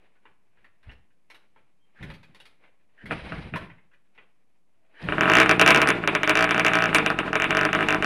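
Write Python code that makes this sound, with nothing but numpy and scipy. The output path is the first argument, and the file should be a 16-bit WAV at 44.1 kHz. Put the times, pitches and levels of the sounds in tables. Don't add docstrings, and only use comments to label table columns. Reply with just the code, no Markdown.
import sys
import numpy as np
from scipy import signal
from scipy.fft import rfft, irfft
from scipy.io import wavfile
from scipy.ndimage import uniform_filter1d

SR = 44100
rng = np.random.default_rng(int(sys.argv[2]) if len(sys.argv) > 2 else 0)


def invert_db(level):
    return 10 ** (np.asarray(level, dtype=float) / 20)


def dump_mix(stems):
    frames = np.atleast_2d(stems).T
    limited = np.clip(frames, -1, 1)
    pcm = np.round(limited * 32767).astype(np.int16)
    wavfile.write(sys.argv[1], SR, pcm)


N = 355005
CATCH_S = 5.03

# (time [s], level [dB])
ENGINE_LEVEL = [(5.04, -5), (5.22, 4.5), (5.52, 4), (5.76, 4), (5.91, -0.5), (6.15, -4.5), (6.52, -0.8),
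                (6.9, 0.2), (7.13, -2), (7.4, -2.5), (7.75, 0.4), (8.05, -2.2)]


def rms_one(x):
    return x / np.sqrt(np.mean(x ** 2) + 1e-20)


def curve(rows):
    s, value = np.transpose(rows)
    return np.interp(np.arange(N) / SR, s, value)


def low_pass(x, hz, order):
    return signal.sosfilt(signal.butter(order, hz, fs=SR, output="sos"), x)


def resonance(x, hz, width_hz):
    r = np.exp(-np.pi * width_hz / SR)
    return signal.lfilter([(1 - r * r) / 2, 0, (r * r - 1) / 2], [1, -2 * r * np.cos(2 * np.pi * hz / SR), r * r], x)


def double_resonance(x, hz, width_hz):
    return resonance(resonance(x, hz, width_hz), hz, width_hz)


def body(x, modes):
    return sum(invert_db(db) * resonance(x + 1e-18, hz, width_hz) for hz, width_hz, db in modes)


def coloured(x, spectrum):
    hz, db = np.transpose(spectrum)
    log_bins = np.log(np.arange(len(x) // 2 + 1) * SR / len(x) + 1)
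    gain_db = np.interp(log_bins, np.log(hz), db, left=-90, right=-90)
    return irfft(rfft(x) * invert_db(gain_db), len(x))


def noise(spectrum, low_hz, high_hz, grain_db):
    grains = invert_db(grain_db * np.minimum(rng.exponential(1, N), 5))
    x = coloured(rng.standard_normal(N) * grains, spectrum)
    band = signal.sosfilt(signal.butter(2, [low_hz, high_hz], "band", fs=SR, output="sos"), x)
    return x / np.sqrt(np.mean(band ** 2))


def flicker(rate_hz, depth_db):
    knots = rng.standard_normal(int(N / SR * 60) + 2)
    smooth = rms_one(uniform_filter1d(knots, max(1, int(60 / rate_hz))))
    return invert_db(depth_db * np.interp(np.arange(N) / SR * 60, np.arange(len(knots)), smooth))


def clicks(seconds, db):
    out = np.zeros(N)
    at = (np.asarray(seconds) * SR).astype(int)
    out[np.minimum(at, N - 1)] = invert_db(db)
    return out


def puffs(train, decay_s):
    return rng.standard_normal(N) * signal.lfilter([1], [1, -np.exp(-1 / (decay_s * SR))], train + 1e-18)


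def swells(start, end, db, rise_db_per_s, fall_db_per_s):
    t = np.arange(0, N + 32, 32)[:, None] / SR
    rising_db = rise_db_per_s * np.maximum(start - t, 0)
    falling_db = fall_db_per_s * np.maximum(t - end, 0)
    gain = np.sqrt(np.sum(invert_db(db - rising_db - falling_db) ** 2, axis=1))
    return np.interp(np.arange(N) / SR, t[:, 0], gain)


def strokes(first_s, last_s):
    # (time [s], rate [strokes/s])
    crank_speed = np.transpose([(5.08, 27.8), (5.14, 32.3), (5.2, 38.5), (5.3, 50.0), (5.4, 63.3),
                                (5.5, 60.6), (5.7, 69.0), (5.9, 66.7), (6.0, 58.8), (6.25, 47.6),
                                (6.4, 57.1), (6.7, 57.1), (6.95, 54.1), (7.1, 47.6), (7.25, 41.7),
                                (7.4, 45.5), (7.6, 50.0), (8.05, 50.5)])
    t = np.linspace(first_s, last_s, num=64)
    turned = np.cumsum(np.interp(t, *crank_speed)) - np.interp(first_s, *crank_speed)
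    count = max(int(round(turned[-1] * (t[1] - t[0]))), 1)
    return np.interp(np.linspace(0, turned[-1], count + 1), turned, t)


def firings():
    # (first [s], last [s], first level [dB], last level [dB])
    runs = [(5.0873, 5.1231, -17, -13), (5.209, 5.278, -6, -13), (5.299, 5.4009, -6, 2.5),
            (5.4161, 5.4472, 0.5, -24), (5.4936, 5.512, -0.7, -3), (5.5957, 5.6136, -1, 4),
            (5.6624, 5.677, 0.2, 6), (5.689, 5.7059, -5, 5.5), (5.7466, 5.7742, -1.5, -8),
            (5.8032, 5.817, -14, 1), (5.8734, 5.9035, -5, -3.5), (6.2757, 6.2949, -9, .4),
            (6.3542, 6.3726, -4, -2.5), (6.391, 6.4423, -10.5, -6), (6.4752, 6.5089, -17, -4),
            (6.5454, 6.5627, -13.5, -15), (6.579, 6.5961, -9, -5.5), (6.6481, 6.665, -5, -1),
            (6.7174, 6.7349, -15, -4.5), (6.7538, 6.805, -6.5, -12.5), (6.8227, 6.8571, -11, -12.5),
            (6.9294, 6.9467, -17, 4), (7.3306, 7.3549, -16, -3), (7.3997, 7.4423, -10.5, -6.5),
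            (7.5069, 7.5275, -3.5, -15), (7.5496, 7.5702, -10, -5), (7.5909, 7.6324, -10.5, -12),
            (7.7304, 7.7497, -7.5, -5.5), (7.7896, 7.8078, -15, -10), (7.8863, 7.9458, -4, -10)]
    # (time [s], level [dB])
    pops = [(5.1821, -15.5), (5.4602, -9), (5.733, -30), (5.831, -16), (5.8589, -19), (6.0383, -15.5),
            (6.0754, -3), (6.1509, -5), (6.2328, -2.7), (6.3138, -13), (6.6823, -7), (6.891, -15.5),
            (6.9841, -7.5), (7.0621, -3.5), (7.1022, -10), (7.1429, -29), (7.1888, -6.5), (7.2319, -28),
            (7.2792, -21), (7.6514, -6), (7.6896, -17), (7.8274, -10), (7.9625, -30), (8.0245, -8),
            (8.0448, -7)]
    rows = list(pops)
    for first_s, last_s, first_db, last_db in runs:
        s = strokes(first_s, last_s)
        rows += zip(s, np.linspace(first_db, last_db, len(s)))
    s, crack_db = np.transpose(sorted(rows))
    engine_db = np.interp(s, *np.transpose(ENGINE_LEVEL))
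    spread_db = 2 * rng.standard_normal(len(s))
    thump_db = -13 + 0.53 * crack_db + 0.45 * engine_db + spread_db
    return np.transpose([s, crack_db, thump_db])


def exhaust(rows, blast_db, pipe_db, top_db):
    # (frequency [Hz], width [Hz], level [dB])
    shell_modes = [(1480, 420, -4.5), (2100, 200, -6), (2400, 520, -.6), (2540, 35, -8), (2790, 25, -5),
                   (2680, 180, -11)]
    s, crack_db, thump_db = np.transpose(rows)
    crack = clicks(s - 0.0003, crack_db)
    crack = crack + invert_db(blast_db) * puffs(crack, decay_s=0.001)
    shell = invert_db(22.3) * low_pass(body(crack, shell_modes), 2850, order=8)
    shelf = invert_db(5.0) * resonance(resonance(crack, 3560, 180), 3800, 1500)
    edge = invert_db(top_db) * resonance(resonance(crack, 9050, 1800), 9700, 4000)
    pipe = invert_db(pipe_db) * pipe_rings(s, thump_db)
    bangs = yard(shell, scatter_db=-36.5, wall_db=-2.5)
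    bangs = bangs + yard(pipe, scatter_db=-43, wall_db=-12)
    return bangs + yard(shelf + edge, scatter_db=-29, wall_db=-2.5)


def pipe_rings(s, thump_db):
    # (frequency [Hz], width [Hz], level [dB])
    silencer_modes = [(143.3, 13.5, -9.5), (180, 28, -1.5), (307, 17.8, 9.5), (914, 24, -4),
                      (1010, 24, 2.5), (1148.4, 20, 3), (1293, 30, 14), (1440, 70, 13), (1599, 158, 12),
                      (1780, 36, 4)]
    # (frequency [Hz], width [Hz], level [dB])
    header_modes = [(446.3, 16, 7.5), (467, 46, 2.5), (657, 32, 8.5), (774, 74, 3.5)]
    # (time [s], pitch [ratio])
    gas_heat = [(3.0, 0.99), (5.08, 0.9), (5.36, 1.01), (5.9, 1), (6.05, 0.92), (6.36, .98), (6.9, 1.01),
                (7.2, 0.99), (7.45, 0.98), (8.05, 0.99)]
    ratios = np.interp(s, *np.transpose(gas_heat)) + 0.015 * rng.standard_normal(len(s))
    ring = body(low_pass(clicks([0], [0]), 1300, order=4)[:SR // 3], header_modes)
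    header = np.zeros(N + SR)
    steps = np.arange(SR // 4)
    for at, db, ratio in zip((s * SR).astype(int), thump_db, ratios):
        header[at:at + len(steps)] += invert_db(db) * np.interp(steps * ratio, np.arange(len(ring)), ring)
    return header[:N] + body(low_pass(clicks(s, thump_db), 1300, order=4), silencer_modes)


def yard(x, scatter_db, wall_db):
    # (delay [s], level [dB])
    walls = [(.0011, -6), (.0063, -9), (.0078, -12), (.0119, -10), (.0134, -12), (.0148, -14), (.0202, -10),
             (.0216, -15)]
    scatter_s, t60_s, tail_db = 0.02, 0.36, 1
    t = np.arange(SR // 2) / SR
    dense = 1 / (1 + (t / scatter_s) ** 6) + invert_db(tail_db - 60 * t / t60_s)
    reply = invert_db(scatter_db) * rng.standard_normal(len(t)) * dense * np.minimum(t / 0.0013, 1)
    reply[0] = 1
    for k, (delay_s, db) in enumerate(walls):
        reply[int(delay_s * SR)] += (-1) ** k * invert_db(db + wall_db)
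    return signal.fftconvolve(x, reply)[:N]


def running(fired_s):
    # (frequency [Hz], density [dB/Hz])
    rattle_spectrum = [(150, -4), (250, -3.5), (538, -4), (698, -7.5), (890, -8.5), (1330, -13.5),
                       (2490, -15), (5730, -42.5), (9490, -47.5), (15200, -62), (16000, -89)]
    engine_db = curve(ENGINE_LEVEL)
    rattle = invert_db(-46.5 + 1.2 * engine_db) * noise(rattle_spectrum, 3050, 22000, grain_db=-2.0)
    rattle = rattle * flicker(30, depth_db=4.0)
    rumble = rms_one(double_resonance(rng.standard_normal(N), 39, 40))
    rumble = invert_db(-52) * flicker(2.8, depth_db=2.0) * rumble
    pump = invert_db(-37 + 0.95 * engine_db) * pumping(fired_s)
    caught = np.clip((np.arange(N) / SR - CATCH_S) / 0.13, 0, 1)
    return caught * (rattle + rumble + pump)


def pumping(fired_s):
    # (frequency [Hz], width [Hz], level [dB])
    intake_modes = [(170, 90, 0), (310, 80, -2), (450, 60, -6), (650, 80, -6)]
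    s = np.concatenate([strokes(a, b)[:-1] for a, b in zip(fired_s, fired_s[1:])])
    pulses = clicks(s, 1.5 * rng.standard_normal(len(s)))
    return rms_one(body(low_pass(pulses, 510, order=4), intake_modes))


def kicking():
    # (start [s], end [s], gear whirr [dB], piston thud
    # [dB], frame sway [dB])
    swings = [(0, 0.07, -69, -95, -87), (0.262, 0.27, -76, -77, -75), (0.594, .62, -80, -79, -70),
              (.875, 0.887, -65, -57.5, -45.5), (1.33, 1.34, -67, -76, -86),
              (1.567, 1.574, -69.5, -75, -80), (2.014, 2.102, -57.5, -43.5, -46.5),
              (2.29, 2.312, -69, -61, -71), (2.4, 2.448, -66, -82, -77), (2.64, 2.643, -64, -75, -81),
              (3.039, 3.1, -56.5, -44.5, -48), (3.15, 3.474, -50.5, -57, -47),
              (3.612, 3.624, -52, -40.5, -45), (4.178, 4.2, -69, -75, -81), (5.035, 5.142, -45, -36, -41)]
    # (time [s], whirr [dB], thud [dB])
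    compressions = [(3.121, -36, -30), (3.17, -48, -45), (3.251, -50, -41), (3.327, -38.5, -32),
                    (3.389, -43, -37), (3.465, -57, -39.5), (3.542, -47, -29.5), (3.62, -51.5, -53)]
    # (frequency [Hz], density [dB/Hz])
    whirr_spectrum = [(180, -18.5), (300, -4.5), (507, -4), (658, -4.5), (1170, -10.5), (2360, -6),
                      (3980, -21.5), (7180, -47), (9640, -32.5), (15000, -71)]
    # (frequency [Hz], density [dB/Hz])
    thud_spectrum = [(41, -43.5), (70, -2.5), (155, 12), (363, -4.5), (435, -10), (500, -10.5), (650, -22),
                     (1100, -120)]
    start, end, whirr_db, thud_db, sway_db = np.transpose(swings)
    whirr = swells(start, end, whirr_db, rise_db_per_s=252.5, fall_db_per_s=156.5) + invert_db(-83)
    thud = swells(start, end, thud_db, rise_db_per_s=1100, fall_db_per_s=148) + invert_db(-85.5)
    sway = swells(start, end, sway_db, rise_db_per_s=1100, fall_db_per_s=192) + invert_db(-91.5)
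    ticks = jangle(whirr * (np.arange(N) < CATCH_S * SR))
    s, over_whirr_db, over_thud_db = np.transpose(compressions)
    whirr = whirr + swells(s, s, over_whirr_db, rise_db_per_s=900, fall_db_per_s=400)
    thud = thud + swells(s, s, over_thud_db, rise_db_per_s=900, fall_db_per_s=400)
    whirr = whirr * noise(whirr_spectrum, 600, 4000, grain_db=1.5) * flicker(30, depth_db=3.0)
    thud = thud * noise(thud_spectrum, 55, 520, grain_db=1.5)
    sway = sway * rms_one(double_resonance(rng.standard_normal(N), 44, 60))
    return whirr + ticks + thud + sway


def jangle(whirr):
    # (frequency [Hz], width [Hz], level [dB])
    gear_modes = [(2340, 500, -3), (3130, 500, -.6), (3900, 400, -.6), (4670, 600, -6)]
    ticks_per_s, steepness = 1500, 1.8
    ticks = (rng.random(N) < ticks_per_s / SR) * rng.standard_normal(N) * flicker(30, depth_db=2.5)
    ringing = rms_one(low_pass(body(body(ticks, gear_modes), gear_modes), 6000, order=2))
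    return invert_db(-53) * (whirr / whirr.max()) ** steepness * ringing


def clanks():
    # (time [s], peak [dB], ring [Hz], brightness [dB])
    blows = [(0.085, -78, 1880, -29), (0.155, -59.5, 1460, -24), (0.254, -44.5, 1000, -40),
             (0.572, -58, 1590, -28), (0.644, -47.5, 1980, -20), (0.83, -52.5, 1620, -14),
             (0.893, -43.5, 2790, -25), (0.914, -47.5, 1820, -12), (1.104, -65, 1580, -22),
             (1.301, -41, 2150, -9.5), (1.345, -45.5, 2830, -7), (1.561, -52, 870, -32),
             (2.027, -33.5, 2100, -14), (2.101, -35.5, 2270, -16), (2.138, -45.5, 2200, -6.5),
             (2.23, -45.5, 2470, -10.5), (2.347, -45.5, 2400, -7), (2.401, -45, 2800, -6),
             (2.454, -46, 2200, -4.5), (2.638, -50, 2150, -34), (3.057, -37, 2000, -12),
             (3.382, -46.5, 1450, -14), (3.558, -23.5, 820, -17), (3.699, -42.5, 2200, -30),
             (3.781, -52, 2110, -39), (3.914, -57, 1440, -31), (3.933, -54, 1800, -17),
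             (4.15, -59, 2250, -14), (4.178, -41, 1950, -46), (5.038, -37, 1700, -13)]
    # (frequency [Hz], density [dB/Hz])
    knock_spectrum = [(150, -32), (300, -2.5), (700, -2), (1500, 1.5), (2600, -1.5), (3300, -7),
                      (6000, -38), (15000, -58)]
    s, peak_db, _, bright_db = np.transpose(blows)
    dull = low_pass(coloured(puffs(clicks(s, peak_db), decay_s=0.009), knock_spectrum), 3400, order=4)
    burst = puffs(clicks(s, peak_db + bright_db), decay_s=0.007)
    sharp = body(burst, [(3630, 1200, 2.5), (9700, 2500, -22)])
    sharp = body(sharp, [(3900, 3000, 0.0056), (9650, 4000, 0.0069)])
    rings = np.zeros(N)
    t = np.arange(3000) / SR
    for start_s, level_db, ring_hz, _ in blows:
        at = int(start_s * SR)
        blow = rng.standard_normal(len(t)) * np.exp(-t / 0.0044) * invert_db(level_db)
        rings[at:at + len(t)] += resonance(resonance(blow, ring_hz, 220), ring_hz, 600)
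    return yard(invert_db(1.0) * dull + invert_db(4.0) * sharp + invert_db(12.0) * rings, scatter_db=-32.5, wall_db=-3.5)


def squeak():
    # (start [s], end [s], frequency [Hz], width [Hz], level [dB])
    drags = [
        (1.792, 1.9, 3160, 30, -80),
        (1.952, 2.037, 1660, 710, -57),
        (2.975, 3.054, 1720, 400, -53),
        (2.979, 3.03, 2950, 205, -67),
        (4.755, 4.97, 650, 81, -77),
        (4.94, 5.04, 1700, 400, -53.5),
        (4.952, 5, 2950, 200, -63),
        (5.874, 5.901, 9400, 1800, -37),
        (6.941, 6.982, 9100, 1800, -37),
    ]
    t, out = np.arange(N) / SR, np.zeros(N)
    for start_s, end_s, hz, width_hz, db in drags:
        span = slice(int(start_s * SR), int(end_s * SR))
        swell = np.abs(np.sin(np.pi * (t[span] - start_s) / (end_s - start_s))) ** 0.5
        rub = rms_one(double_resonance(rng.standard_normal(len(swell)), hz, width_hz))
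        out[span] += invert_db(db) * swell * rub
    return out


def still_air():
    # (frequency [Hz], density [dB/Hz])
    air_spectrum = [(24, -58), (40, -10.5), (114, 1), (143, -18.5), (179, 4), (241, -2), (859, -11),
                    (1080, -9.5), (1380, -21.5), (11500, -25.5), (15500, -46.5)]
    return invert_db(-77.5) * noise(air_spectrum, 40, 15500, grain_db=-8.0)


def scene():
    # (time [s], crack [dB], thump [dB])
    coughs = [
        (3.1095, -15.5, -31.5),
        (3.3215, -24.5, -37),
        (3.5385, -20.5, -37.5),
    ]
    fired = firings()
    bangs = exhaust(fired, blast_db=-22, pipe_db=34.0, top_db=-18)
    bangs = bangs + exhaust(coughs, blast_db=-21.5, pipe_db=40.5, top_db=-24.5)
    bangs = signal.sosfilt(signal.butter(2, 85, "high", fs=SR, output="sos"), bangs)
    engine = bangs + running(fired[:, 0])
    engine = engine - 0.87 * resonance(engine, 526.6, 87)
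    return (engine + clanks() + kicking() + squeak() + still_air())[None]


def top_cut(x):
    return signal.sosfilt(signal.butter(12, 16520, fs=SR, output="sos"), x)


def record(dry):
    # (time [s], height [full scale])
    ceiling_curve = [
        (0, .49),
        (5.72, .5),
        (5.8, .33),
        (8.05, .325),
    ]
    ceiling = curve(ceiling_curve)
    clipped = low_pass(np.clip(dry, -ceiling, ceiling), 15200, order=6)
    offset = -0.0016
    return top_cut(clipped + offset)


dry = scene()
out = record(dry)
dump_mix(out)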